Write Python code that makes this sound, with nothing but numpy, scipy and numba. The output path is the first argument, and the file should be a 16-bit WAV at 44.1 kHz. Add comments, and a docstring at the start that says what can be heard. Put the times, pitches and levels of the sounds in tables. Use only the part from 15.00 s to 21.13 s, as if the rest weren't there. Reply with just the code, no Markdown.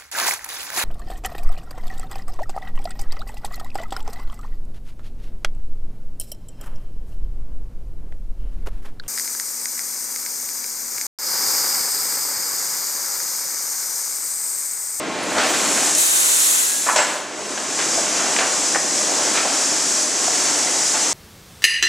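"""Compressed air hisses in a steel mill hall as filtered turbulence noise; for a second the jet blasts straight
at the listener, bright, with a wide roar of microphone overload, and a gain control pushes the machinery down.
Long bars clank and rattle across a cooling bed: showers of tiny contacts excite decaying steel modes and hall noise.
Chain conveyors rumble as noise shaped by frame resonances. A bundle crashes down near the end of the blast,
then the hiss settles and smaller clanks go on, with dull frame thuds and a few thin squeaks."""
import sys
import numpy as np
from scipy import signal
from scipy.fft import rfft, irfft, next_fast_len
from scipy.io import wavfile
from scipy.ndimage import uniform_filter1d
from numba import njit

SR = 44100
rng = np.random.default_rng(int(sys.argv[2]) if len(sys.argv) > 2 else 0)


def int16_out(signal):
    """Quantize to a 16-bit WAV file."""
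    q = np.round(np.clip(np.atleast_2d(signal).T, -1, 1) * 32767)
    wavfile.write(sys.argv[1], SR, q.astype(np.int16))


N = 270333

IDLE_RATTLE_DB = -29  # bars trembling between shoves, before the trim in rattle()


def air_jet(flow, aim, gain_db=-0.23, flutter_db=0.73):
    """Jet directivity: turbulence radiates noise whose highest treble is beamed along the axis."""
    # hiss heard from the side of the jet: hz, density_db (per Hz)
    air_colour = [(300, -41), (1500, -13.5), (3000, -14), (4300, -9), (5200, -4), (6000, -0.5), (7000, 0.5),
                  (7900, -0.5), (9000, -8), (10000, -12), (12000, -21), (14000, -31.5), (16000, -46)]
    # directivity gain on the axis of the jet: hz, gain_db
    air_beam = [(2000, 1), (4000, 5), (5000, -6), (6000, -2.5), (7000, 2), (8000, 3.5), (10000, 11.5),
                (12000, 17), (15500, 29)]
    # spits as the jet opens: start_s, level_db, t60_s
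    spit_events = [(0.95, -10, 0.03), (.982, -19, 0.06)]
    t = np.arange(N) / SR
    turbulence = unit(colour(rng.standard_normal((2, N)), air_colour))
    hz, frame_s, spectrum = signal.stft(turbulence, SR, nperseg=512)
    beam_db = np.outer(across(air_beam, hz), np.interp(frame_s, t, aim))
    hiss = signal.istft(spectrum * undb(beam_db), SR)[1][:, :N]
    flutter = undb(gain_db + flutter_db * walk(14))
    spits = sum(undb(db) * fade(t - start, t60) for start, db, t60 in spit_events)
    return stereo(plates(hiss * (flow * flutter + spits)))


def blast(flow, aim, common=0.29, on_axis_db=4.5, sideways_db=-46):
    """Microphone overload: a wide, hollow roar, mostly in antiphase at the two ears, as the jet hits."""
    # roar of the overloaded microphone: hz, density_db (per Hz)
    blast_colour = [(25, -10), (100, -9), (300, 1), (1000, 9.5), (2500, 3.5), (4500, 1.5), (8000, -11),
                    (16000, -30)]
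    mid, side = unit(colour(rng.standard_normal((2, N)), blast_colour))
    roar_db = sideways_db + (on_axis_db - sideways_db) * aim + 0.46 * walk(30.5)
    return np.array([common * mid + side, common * mid - side]) * flow * undb(roar_db)


def air_flow():
    """Incoherent sources add in power: leak and blows sum, and the strongest dominates the mean aim."""
    # blows of compressed air: opens_s, rise_s, starts_to_shut_s, fall_s, level_db (before supply pressure),
    # aim (1 at the listener, 0 sideways, below 0 away)
    blows = [(.02, 0.85, 1.923, 0.42, -14.5, 0.23), (.935, .07, 1.596, 0.43, -7, 0.86),
             (1.95, 1, 6.2, .1, -20.5, -.22)]
    leak_db, leak_aim = -34.5, -0.25  # the hiss that never stops, before supply pressure
    valve_curve = 1.41  # the flow grows with this power of the valve's opening
    pressure_db_per_s = 1.1  # the air supply slowly builds up
    powers = [undb(leak_db) ** 2 * np.ones(N)]
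    aims = [leak_aim]
    for opens, rise, shuts, fall, db, aim in blows:
        opening = ramp(opens, rise) * (1 - ramp(shuts, fall))
        powers.append((undb(db) * opening ** valve_curve) ** 2)
        aims.append(aim)
    power = np.sum(powers, axis=0)
    pressure = undb(pressure_db_per_s * (np.arange(N) - N / 2) / SR)
    mean_aim = np.dot(aims, powers) / power
    return np.sqrt(power) * pressure, mean_aim


def plates(x, count=5, echo_db=-20, drift_s=.00015):
    """Early reflection: nearby steel plates return faint echoes whose path lengths wander."""
    out = x
    for lag_s in rng.uniform(.001, .007, count):
        earlier = np.arange(N) - SR * (lag_s + drift_s * walk(1))
        out = out + undb(echo_db) * x[:, np.clip(earlier.astype(int), 0, N - 1)]
    return out


def clanks(rise_s=0.0018, spot_width=0.14, gain_db=5.0, strike_db=-3, strike_t60=0.0064):
    """Impact excitation: a dying shower of contacts rings the struck spot, duller where the corner is low."""
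    # bars landing on the bed: start_s, level_db (before gain_db), t60_s (of the bouncing),
    # corner_hz (brightness), spot_hz (resonance of the struck spot), spot_db (its height)
    landings = [(.350, -24, .13, 1500, 950, 14), (.367, -19, 0.08, 1810, 1190, 8),
                (0.38, -21, 0.73, 4950, 1400, 2), (0.536, -27, .25, 7000, 1350, 10),
                (.773, -25, 0.17, 2520, 730, -13), (1.862, -15.5, 0.32, 2000, 990, 8),
                (1.887, -10, 0.13, 2030, 1095, 14), (1.959, -7.5, 0.31, 7600, 960, 15),
                (1.959, -16.5, 0.26, 900, 620, 19), (1.985, -11, .26, 3170, 1680, 9),
                (2.575, -23, 0.089, 3560, 1610, 5), (2.787, -24, 0.24, 4000, 1500, 0),
                (2.974, -22.5, 0.17, 905, 668, 10), (3.189, -28.5, .24, 2200, 1300, 4),
                (3.361, -17, 0.061, 3400, 2900, 4), (3.385, -15.5, 0.13, 4000, 2650, 3),
                (3.406, -23.5, 0.42, 1980, 1320, -1), (3.747, -15.5, 0.056, 2300, 1840, 13),
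                (3.756, -16.5, 0.072, 1500, 315, 17), (4.09, -22, .064, 1090, 745, 9),
                (4.118, -26, 0.21, 1100, 840, 8), (4.192, -25, 0.16, 1100, 860, 11),
                (4.349, -22.5, 0.31, 5500, 1300, 5), (4.371, -27.5, 0.39, 5500, 2500, 5),
                (4.45, -24, 0.22, 990, 643, 3), (5.278, -21, 0.074, 1406, 700, 11),
                (5.330, -27, .15, 3200, 2000, 2), (5.671, -25, 0.1, 2735, 2020, 12),
                (5.941, -23, .3, 3198, 840, 14)]
    # spectrum of the contacts: hz, density_db (per Hz)
    clank_colour = [(30, -51), (100, -36), (250, -7.5), (470, -4), (650, 3.5), (1000, 0), (1600, 2.5),
                    (2700, 0), (4000, -2), (7500, 2.5), (10000, -9), (16000, -36)]
    age = np.arange(SR // 2) / SR
    shower = contacts(per_s=6000, scatter_db=0)
    # the first bars hit hardest, the rest only bounce
    attack = (1 - np.exp(-age / rise_s)) * (1 + undb(strike_db) * fade(age, strike_t60))
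    force = np.zeros((2, N + len(age)))
    for start, db, t60, corner_hz, spot_hz, spot_db in landings:
        softness = signal.butter(3, min(corner_hz, SR / 3), fs=SR, output="sos")
        span = int(start * SR) + np.arange(len(age))
        spot = (spot_hz, spot_width * spot_hz, spot_db)
        bounces = colour(shower[:, span % N], clank_colour, [spot])
        dulled = unit(signal.sosfilt(softness, bounces))
        force[:, span] += undb(db) * dulled * attack * fade(age, t60)
    return stereo(steel(force, ring_db=-8, hall_db=-4.5, hall_t60=0.76)) * undb(gain_db)


def rattle(load_db, turned, gain_db=-0.5, jostle_db=0.5):
    """Random impact noise: bars jostle in small flurries, louder as the chains drag them along."""
    # spectrum of the rattle: hz, density_db (per Hz)
    rattle_colour = [(60, -36), (250, -8.5), (480, -6), (680, 1), (950, -3), (1400, -4), (2000, -6),
                     (2800, -8), (4500, -11), (8000, -30), (16000, -60)]
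    turn_db = -1.5  # lost when the listener has turned away
    force = contacts(per_s=2500, scatter_db=3.5) * undb(jostle_db * walk(28.1))
    bars = unit(colour(steel(force, ring_db=-12, hall_db=-1.0, hall_t60=0.94), rattle_colour))
    return stereo(bars * undb(IDLE_RATTLE_DB + load_db + turn_db * turned + gain_db))


def load():
    """Power summation: the dB by which the chains' shoves raise the rattle above idling."""
    # a bundle is shoved along: top_s, swell_s, ease_s, level_db (of the rattle, before its trim)
    shoves = [(.45, 0.27, 0.48, -25.5), (.9, 0.46, 0.16, -21.5), (2.1, 0.4, 0.17, -20),
              (3.3, 0.81, 0.8, -24.5), (4.36, 0.6, .7, -22.5), (5.5, 0.51, 0.61, -22.5),
              (6.07, 0.24, .3, -25.5)]
    power = 0
    for top, swell, ease, db in shoves:
        push = ramp(top - swell, swell) * (1 - ramp(top, ease))
        power = power + (undb(db - IDLE_RATTLE_DB) * push) ** 2
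    return 10 * np.log10(1 + power)


def contacts(per_s, scatter_db):
    """Random impulse process: two streams of tiny steel-on-steel contacts of random sign and size."""
    size = rng.choice([-1, 1], (2, N)) * undb(scatter_db * rng.standard_normal((2, N)))
    return unit(size * (rng.random((2, N)) < per_s / SR))


def steel(force, ring_db, hall_db, hall_t60):
    """Convolution with an impulse response: each contact cracks, rings the modes and dies in the hall."""
    # ring of the bars and their rails: hz, level_db (relative), t60_s
    steel_modes = [(611, 0, 0.19), (695, -12, .13), (817, -6.5, 0.16), (960, -9.5, 0.29), (1183, 2, 0.14),
                   (1317, 9, .15), (1500, -25, 0.099), (1986, 0.5, 0.14), (2690, 5.5, 0.16),
                   (4640, -22, 0.27), (5070, 14, 0.23), (5670, -13, 0.2), (6040, 5, 0.16), (6600, 5, .3),
                   (7670, 21, 0.41), (7670, -1, .18)]
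    t = np.arange(SR) / SR
    ring = 0
    for hz, db, t60 in steel_modes:
        mode = np.sin(2 * np.pi * (hz * t + rng.random((2, 1))))
        ring = ring + undb(db) * fade(t, t60) * mode
    # the reverberation builds up before it decays
    hall = rng.standard_normal((2, SR)) * fade(t, hall_t60) * (1 - fade(t, 0.083))
    response = (t == 0) + (undb(ring_db) * unit(ring) + undb(hall_db) * unit(hall)) / np.sqrt(SR)
    response = response / np.sqrt(np.sum(response ** 2) / 2)
    return signal.fftconvolve(force, response, axes=1)[:, :N]


def drives(load_db, turned, throb_db=0.5):
    """Structural resonance: chains and rollers rumble unevenly through the bed frame, louder under load."""
    # spectrum of the rumble: hz, density_db (per Hz)
    rumble_colour = [(25, -49), (50, -55), (85, -24), (120, -15), (170, -9), (240, -3.5), (300, 0),
                     (380, -1), (480, -3.5), (650, -7), (1000, -9), (2500, -14), (8000, -55)]
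    # resonances of the drives and the bed frame: hz, width_hz, height_db
    frame = [(299, 42, 2.5), (507, 16, 3.5), (613, 29, 9), (1080, 12, 10.5)]
    idle_db, load_share = -27.5, .25  # idle level; dB of rumble gained per dB of rattle
    turn_db = -3.5  # lost when the listener has turned away
    rumble = unit(colour(rng.standard_normal((2, N)), rumble_colour, frame))
    return stereo(rumble * undb(idle_db + load_share * load_db + turn_db * turned + throb_db * walk(6.7)))


def thuds():
    """Transient vibration: the bed frame shudders with dull, low thuds, most of them under heavy landings."""
    # shaking of the bed: start_s, level_db, t60_s
    shudders = [(.36, -50, .2), (1.675, -43, .12), (1.885, -42, .12), (1.957, -39, .14), (3.355, -50, .12)]
    # spectrum of the shaking: hz, density_db (per Hz)
    thud_colour = [(15, -6), (35, -2), (60, 0), (110, -12), (300, -40)]
    t = np.arange(N) / SR
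    shake = sum(undb(db) * fade(t - start, t60) for start, db, t60 in shudders)
    return stereo(shake * unit(colour(rng.standard_normal((2, N)), thud_colour)))


def squeaks(waver=0.0053):
    """Frequency modulation: sliding steel squeaks briefly on a gliding, unsteady pitch."""
    # thin squeaks: start_s, length_s, from_hz, to_hz, level_db
    slides = [(0.226, 0.021, 10500, 11000, -34), (.48, 0.051, 15400, 14600, -41),
              (1.61, 0.25, 1644, 1684, -29.5)]
    t, out = np.arange(N) / SR, 0
    drift = 1 + waver * walk(400)
    for start, length, from_hz, to_hz, db in slides:
        part = np.clip((t - start) / length, 0, 1)
        hz = (from_hz + (to_hz - from_hz) * part) * drift
        tone = np.sqrt(2) * np.sin(2 * np.pi * np.cumsum(hz) / SR)
        out = out + undb(db) * np.sin(np.pi * part) * tone
    return out


def stereo(pair):
    """Mid-side synthesis: two unrelated signals become left and right, with a width set per band."""
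    # width between the two ports: hz, side_minus_mid_db
    width = [(50, -6), (130, -4), (300, -12.5), (1500, -19), (4000, -15), (7000, -13), (8000, -11),
             (9000, 2), (10000, -1.5), (12000, -8), (15000, -9)]
    side = colour(pair[1], width)
    return np.array([pair[0] + side, pair[0] - side])


def undb(db):
    """Level to amplitude: 20 dB is a factor of ten."""
    return 10 ** (np.asarray(db) / 20)


def unit(x):
    """Normalization of the mean power: scale to rms 1."""
    return x / np.sqrt(np.mean(x ** 2))


def across(points, hz, axis=1):
    """Linear interpolation of one table column on a log-frequency axis."""
    points = np.array(points)
    return np.interp(np.log(hz + 1), np.log(points[:, 0]), points[:, axis])


def colour(x, points, peaks=()):
    """Spectral shaping: filter by a curve in dB, with resonance peaks on top."""
    size = next_fast_len(x.shape[-1] + SR // 10)
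    hz = np.arange(size // 2 + 1) * SR / size
    db = across(points, hz)
    for peak_hz, width_hz, gain_db in peaks:
        db = db + gain_db / (1 + (2 * (hz - peak_hz) / width_hz) ** 2)
    return irfft(rfft(x, size) * undb(db), size)[..., :x.shape[-1]]


def walk(rate):
    """Low-frequency noise: random levels held 1 / rate s and smoothed twice, scaled to rms 1."""
    k = int(SR / rate)
    steps = np.repeat(rng.standard_normal(N // k + 1), k)
    return unit(uniform_filter1d(uniform_filter1d(steps, k), k)[:N])


def fade(t, t60):
    """Exponential decay from t = 0, by 60 dB in t60 seconds."""
    return (t >= 0) * undb(-60 * np.maximum(t, 0) / t60)


def ramp(start, length):
    """Linear envelope: a straight rise from 0 to 1, both times in seconds."""
    return np.clip((np.arange(N) / SR - start) / length, 0, 1)


def scene():
    """Superposition of air, bars and conveyors."""
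    flow, aim = air_flow()
    load_db = load()
    turned = ramp(.25, 2.15)  # the listener turns away from the nearest conveyor
    air = air_jet(flow, aim) + blast(flow, aim)
    bars = clanks() + rattle(load_db, turned)
    return air + bars + drives(load_db, turned) + thuds() + squeaks()


@njit
def follow(x, attack, release):
    """One-pole smoothing with two rates: attack upwards, release downwards."""
    out, held = np.empty(len(x)), x[0]
    for i in range(len(x)):
        held += (x[i] - held) * (attack if x[i] > held else release)
        out[i] = held
    return out


def gain_control(x, window_s=0.01):
    """Dynamic compression: level above the threshold turns everything down; the gain creeps back."""
    # weighting of the level detector, most sensitive to treble: hz, gain_db
    detector_weighting = [(1500, -4.5), (6000, -1)]
    threshold_db, ratio = -20, 3.57  # threshold of the weighted level
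    attack_s, release_s = 0.0078, 0.31
    power = uniform_filter1d(np.mean(colour(x, detector_weighting) ** 2, axis=0), int(window_s * SR))
    over_db = np.maximum(10 * np.log10(np.abs(power) + 1e-12) - threshold_db, 0)
    held_db = follow(over_db, 1 / (attack_s * SR), 1 / (release_s * SR))
    return x * undb(-held_db * (1 - 1 / ratio))


def record(dry):
    """Interchannel phase and level: two close ports differ a little, then gain control and a steep low-pass."""
    # the two microphone ports: hz, left_lead_rad, left_minus_right_db
    port_table = [(40, 0.22, -1), (150, -0.21, 2.5), (280, -0.29, -0.5), (700, -0.059, -0.5),
                  (1500, -0.15, 0.1), (4000, 0.19, 0), (6500, 0.051, 0.9), (8100, -0.7, 1.5),
                  (9800, -0.85, -1), (10300, -1.6, -4), (13000, -0.16, 1), (16000, 0, -8)]
    top_hz = 15800
    size = next_fast_len(N + SR // 10)
    hz = np.arange(size // 2 + 1) * SR / size
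    half = np.array([[.5], [-.5]])  # each port takes half of the difference
    phase = np.exp(1j * half * across(port_table, hz, axis=1))
    level = undb(half * across(port_table, hz, axis=2))
    at_ports = irfft(rfft(dry, size) * (phase * level), size)[:, :N]
    low_pass = signal.ellip(10, .2, 80, top_hz, fs=SR, output="sos")
    return signal.sosfilt(low_pass, gain_control(at_ports))


dry = scene()
out = record(dry)
int16_out(out)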